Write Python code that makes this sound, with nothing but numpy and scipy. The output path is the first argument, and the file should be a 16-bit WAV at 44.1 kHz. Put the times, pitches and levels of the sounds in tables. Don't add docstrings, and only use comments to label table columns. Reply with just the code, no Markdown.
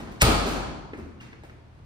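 import sys
import numpy as np
from scipy import signal
from scipy.fft import rfft, irfft, next_fast_len
from scipy.io import wavfile
from scipy.ndimage import uniform_filter1d

SR = 44100
rng = np.random.default_rng(int(sys.argv[2]) if len(sys.argv) > 2 else 0)


def dump(signal):
    limited = np.clip(np.atleast_2d(signal).T, -1, 1)
    pcm = np.round(limited * 32767).astype(np.int16)
    wavfile.write(sys.argv[1], SR, pcm)


N = 81585
T = np.arange(N) / SR


def amp(db):
    return 10 ** (np.asarray(db) / 20)


def read(points, hz):
    pitches, values = np.transpose(points)
    return np.interp(np.log(hz + 1), np.log(pitches), values)


def add(mix, s, sound):
    at = round(s * SR)
    sound = sound[:, max(-at, 0):]
    part = mix[:, max(at, 0):][:, :sound.shape[1]]
    part += sound[:, :part.shape[1]]


def colour(x, tone, tilt_db=0, pivot_hz=1000, size=8192):
    hz = abs(np.fft.fftfreq(size, 1 / SR))
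    octaves = np.log2(np.maximum(hz / pivot_hz, 1 / 10))
    log_gain = np.log(amp(read(tone, hz) + tilt_db * octaves))
    spectrum = np.exp(np.conj(signal.hilbert(log_gain)))
    taps = np.fft.ifft(spectrum).real[:size // 2]
    return signal.oaconvolve(x, taps[None], axes=1)[:, :x.shape[1]]


# (pitch [Hz], likeness [0-1])
LIKENESS = [(30, 0.95), (60, 1), (125, 0.7), (300, 0.5), (600, .2), (1200, 0.05), (3000, .05), (6500, 0.1),
            (8500, 1), (16000, 1)]
def diffuse(count, fade_times=None, ripple_db=0, size=512):
    hz = np.fft.rfftfreq(size, 1 / SR)
    hop = size // 2
    t = np.arange(count // hop + 2)[:, None] * hop / SR
    fade_db = 60 * t / read(fade_times, hz) if fade_times else 0
    gain = amp(ripple_db * rng.standard_normal(len(hz)) - fade_db)
    a, b = rng.standard_normal((2, len(t), 2 * len(hz))).view(complex) * gain
    same = np.clip(read(LIKENESS, hz), 0, 1)
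    mid, side = a * np.sqrt(1 + same), b * np.sqrt(1 - same)
    window = np.sin(np.pi * np.arange(size) / size) * np.sqrt(size) / 2
    frames = irfft(np.array([mid + side, mid - side])) * window
    return (frames[:, :-1, hop:] + frames[:, 1:, :hop]).reshape(2, -1)[:, :count]


# (pitch [Hz], level [dB])
AIR_TONE = [(20, -20.5), (45, -2), (80, -6.5), (130, -4.5), (250, -17.5), (500, -21.5), (1000, -24),
            (2000, -31.5), (4000, -37.5), (8000, -50), (16000, -62)]
HUM = [(80.5, -55.5), (119, -57)]
def ventilation(air_db=-52):
    air = colour(diffuse(N), AIR_TONE)
    hum = sum(amp(db) * np.sqrt(2) * np.sin(2 * np.pi * (hz * T + rng.random())) for hz, db in HUM)
    return amp(air_db) * air / air.std() + hum


# (pitch [Hz], time to fade 60 dB [s])
ROOM_FADE = [(40, 0.979), (120, 1.1), (250, 1.12), (450, 0.96), (1000, 1.22), (2000, 0.88), (4500, 0.94),
             (8000, 0.7), (12000, 0.5), (16000, 0.41)]
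def room(build_s, count=56000):
    build = 1 - np.exp(-T[:count] / (0.0013 + build_s))
    return diffuse(count, ROOM_FADE, ripple_db=2.5) * build / np.sqrt(SR / 10)


def burst(rise_s, decay_s, grain_db=3.5, count=9600, size=32):
    grains = rng.standard_normal(count) * amp(grain_db * np.repeat(rng.standard_normal(count // size), size))
    rise = 1 - np.exp(-T[:count] / max(rise_s, 1 / SR))
    decay = np.exp(-T[:count] / max(decay_s, 2 / SR))
    puff = grains * rise * decay
    return puff / np.linalg.norm(puff)


def contacts(rows, tone, direct_db):
    out = np.zeros((2, N))
    for s, db, rise_s, decay_s, tilt_db in rows:
        touch = room(rise_s + decay_s / 2)
        add(touch, 0, amp(direct_db) * burst(rise_s, decay_s)[None])
        add(out, s, 10 * amp(db) * colour(touch, tone, tilt_db))
    return out


def struck(hits, notes):
    out = np.zeros((2, N))
    ring = sum(amp(db - 60 * T / fade_s) * (1 - np.exp(-T / rise_s)) * np.sin(2 * np.pi * hz * T)
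               for hz, db, fade_s, rise_s in notes)
    for s, db in hits:
        add(out, s, amp(db) * ring[None])
    return out


# (time [s], length [s], pitch [Hz], level [dB])
SQUEAKS = [(1.197, 0.018, 2800, -44.5), (1.222, 0.039, 2700, -52.5), (1.272, .022, 2820, -59)]
def squeaks(wobble_depth=0.0092, echo_db=-6, size=60):
    out = np.zeros((2, N))
    for s, length_s, hz, db in SQUEAKS:
        wobble = uniform_filter1d(rng.standard_normal(N), size)[:round(length_s * SR)] * np.sqrt(size)
        tone = np.sin(2 * np.pi * np.cumsum(hz * (1 + wobble_depth * wobble)) / SR)
        add(out, s, amp(db) * (tone * np.hanning(len(tone)))[None])
    return out + amp(echo_db) * signal.oaconvolve(out, room(0), axes=1)[:, :N]


# (time [s], level [dB], rise [s], decay [s], tilt [dB/octave])
SCUFFS = [(-.01, -31, 0.0049, 0.022, 1.5), (.11, -40, .01, 0.014, 3), (.455, -19, .015, 0.059, 3.5),
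          (.97, -40, 0.0079, 0.02, 2), (1.203, -28, 0.0032, 0.028, -1.13), (1.435, -49.5, .0002, 0.0028, 4),
          (1.73, -53, 0.011, 0.033, 1)]
RASPS = [(.932, -29.5, .002, 0.0094, 0), (1.326, -35, .003, 0.0051, 0.5), (1.494, -38.5, 0.0018, .006, 1.5)]
# (pitch [Hz], level [dB])
SCUFF_TONE = [(100, -25.5), (350, -7.5), (650, -2), (1250, 4.5), (2200, 7), (3100, -1), (4500, -3.5),
              (7000, -7), (10000, -15.5), (14000, -18.5), (16000, -23.5)]
RASP_TONE = [(100, -26), (600, -8), (1200, 0), (1800, 5), (2400, 3.5), (3100, -11.5), (5000, -21),
             (16000, -61)]
def scuffs():
    return contacts(SCUFFS, SCUFF_TONE, direct_db=-6.5) + contacts(RASPS, RASP_TONE, direct_db=1.5)


# (time [s], level [dB], rise [s], decay [s], tilt [dB/octave])
STEPS = [(.933, -11.5, .001, 0.0041, -0.5), (.945, -12.5, .002, 0.014, 1.5),
         (.981, -14, 0.0019, 0.009, -1.5), (.995, -13.5, .001, 0.0086, -1),
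         (1.21, -24.5, 0.0044, 0.014, -3), (1.326, -21.5, 0.0017, 0.0099, -0.5),
         (1.436, -29.5, 0.0011, .008, -1.5), (1.495, -28, 0.003, 0.0091, -2.5),
         (1.53, -34, .002, 0.0048, -3), (1.775, -25, 0.007, 0.02, 1.5)]
KNOCKS = [(1.4355, -29, 0.00059, 0.0044, 0.5), (1.446, -29.5, .002, 0.0061, -.5)]
# (pitch [Hz], level [dB])
STEP_TONE = [(25, -18), (60, 1.5), (100, -8), (170, 0.5), (280, 2.5), (420, 1.5), (600, -11.5), (1200, -14),
             (2000, -21.5), (4000, -41), (9000, -45), (16000, -68)]
KNOCK_TONE = [(100, -10), (400, -8.5), (650, 4.5), (850, 1), (1200, -5.5), (2100, -6), (3200, -17),
              (6000, -31), (14000, -31), (16000, -42)]
# (time [s], level [dB])
TREADS = [(1.01, -41.5), (1.19, -48), (1.365, -41)]
# (pitch [Hz], level [dB], time to fade 60 dB [s], rise [s])
FLOOR_NOTES = [(78, 0.5, 0.59, 0.011), (116.8, -4.5, 0.6, 0.018)]
def footsteps():
    steps = contacts(STEPS, STEP_TONE, direct_db=-3.5)
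    knocks = contacts(KNOCKS, KNOCK_TONE, direct_db=-1)
    return steps + knocks + struck(TREADS, FLOOR_NOTES)


# (time [s], level [dB], rise [s], decay [s], tilt [dB/octave])
HANDS = [(-.02, -8, 0.0035, 0.031, -1.4), (.07, -13.5, 0.0037, 0.012, -1.2), (.455, 4, 0.013, 0.036, -0.56),
         (.55, -3, 0.01, 0.017, -1.56), (.675, -12, .008, .015, -2)]
# (pitch [Hz], level [dB])
HAND_TONE = [(25, -25.5), (48, 6), (95, -6.5), (155, 4), (260, 3), (400, -1), (700, -5.5), (1300, -7),
             (2000, -13.5), (4500, -23.5), (9000, -33), (16000, -49)]
def hands():
    return contacts(HANDS, HAND_TONE, direct_db=-6.5)


# (time [s], level [dB], rise [s], decay [s], tilt [dB/octave])
RUMBLE = (0.2442, 17, -0.0241, 0.08, -0.1)
# (pitch [Hz], level [dB])
RUMBLE_TONE = [(25, -26.5), (42, -6), (80, -1), (130, 1.5), (230, -1.5), (450, -2), (650, -7.5), (830, -3),
               (1050, -10), (1280, -6), (1450, -10), (1650, -16.5), (2500, -15.5), (5000, -24), (9000, -35),
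               (16000, -55.5)]
def filling():
    return contacts([RUMBLE], RUMBLE_TONE, direct_db=-9.5)


# (time [s], level [dB], decay [s])
SLAPS = [(0.2186, -3, 0.00081), (0.2214, -9, 0.000576), (0.2248, -11, .0008), (0.229, -11, 0.00032)]
# (pitch [Hz], level [dB])
SWELL_TONE = [(100, -18), (1200, -6), (2100, 3.5), (3800, -3.5), (5500, -3.5), (8000, -3.5), (9500, -27)]
SLAP_TONE = [(100, -17), (1000, -2.5), (1700, 1), (2500, -2), (4000, 0), (5500, -0.5), (7000, -1.5),
             (8500, 1.5), (10500, -5), (13500, -4.5), (16000, -11)]
ECHO_TONE = [(100, -13.5), (1000, -2.5), (1900, 0.5), (2450, 3), (3200, 0.5), (4200, 1), (5500, -6.5),
             (7000, -7), (8500, -5.5), (10500, -9.5), (13500, -10), (16000, -20)]
def cover(swell_s=0.0038, echo_at_s=0.2175):
    swell, slaps, echo = np.zeros((3, 2, N))
    hiss = burst(0, swell_s)[None, ::-1]
    add(swell, SLAPS[0][0] - hiss.size / SR, 10 * amp(-4.5) * hiss)
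    for s, db, decay_s in SLAPS:
        add(slaps, s, 10 * amp(db) * burst(0, decay_s)[None])
    add(echo, echo_at_s, 10 * amp(3.47) * room(build_s=0.00091))
    return colour(swell, SWELL_TONE) + colour(slaps, SLAP_TONE) + colour(echo, ECHO_TONE)


# (pitch [Hz], level [dB])
PUNCH_TONE = [(40, -11), (120, -3.5), (220, 1.5), (450, -1.5), (700, 1), (1000, -6.5), (1300, 1),
              (1650, -18.5), (2000, -13), (2450, -3.5), (3000, -13), (4500, -25), (16000, -48.5)]
# (time [s], level [dB])
THUMPS = [(.2248, -1.5), (.2415, -8.5), (.2585, -10)]
# (pitch [Hz], level [dB], time to fade 60 dB [s], rise [s])
SHELL_NOTES = [(150, -7, .05, .001), (290, -10.5, 0.034, .001), (560, -13, .03, .001),
               (1240, -9.5, .05, .001)]
WALL_NOTES = [(46.73, -14, 0.93, .03), (61.4, 0, 0.15, 0.015), (81.84, -17, 0.67, .01),
              (120.6, -15, .25, 0.0032), (304, -30.5, 0.79, .004), (444.3, -23, .5, 0.0026),
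              (537.3, -29, 0.98, .003), (798, -28.5, .8, .003), (904.1, -34, 1, 0.0026),
              (1246, -31, 0.5, .002), (1317, -26.5, .35, 0.0016), (1860, -38, .7, .002),
              (2456, -33.5, .5, .002), (2880, -34.5, 0.32, .002)]
def wall_hit(punch_at_s=0.2185, boom_at_s=0.2232):
    punch = np.zeros((2, N))
    add(punch, punch_at_s, 10 * amp(6.8) * burst(rise_s=0.004, decay_s=0.007)[None])
    return colour(punch, PUNCH_TONE) + struck(THUMPS, SHELL_NOTES) + struck([(boom_at_s, 0)], WALL_NOTES)


# (pitch [Hz], left minus right [dB])
LEFT_DB = [(30, 2), (150, 0.3), (700, 2.5), (2000, 0), (5000, -0.5), (10000, 0)]
def scene(left_delay_s=0.000215):
    ball = cover() + wall_hit() + filling()
    thrower = hands() + footsteps() + scuffs() + squeaks()
    hz = np.fft.rfftfreq(next_fast_len(N + 100), 1 / SR)
    left, right = rfft(ball + thrower + ventilation(), 2 * (len(hz) - 1))
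    lean = amp(read(LEFT_DB, hz) / 2)
    delay = np.exp(-2j * np.pi * hz * left_delay_s)
    return irfft(np.array([left * lean * delay, right / lean]))[:, :N]


def record(dry, limit_db=-21, duck_share=0.28, top_hz=15900):
    power = uniform_filter1d((dry ** 2).mean(0), size=300)
    power_db = 10 * np.log10(abs(power) + 1e-12)
    fall_db = 33 * T
    peak_db = np.maximum.accumulate(power_db + fall_db) - fall_db
    over_db = np.maximum(peak_db - limit_db, 0)
    ducked = dry / amp(duck_share * uniform_filter1d(over_db, size=200))
    treble_cut = signal.firwin(511, top_hz, window=("kaiser", 9), fs=SR)
    return signal.oaconvolve(np.tanh(ducked), treble_cut[None], "same")


dry = scene()
out = record(dry)
dump(out)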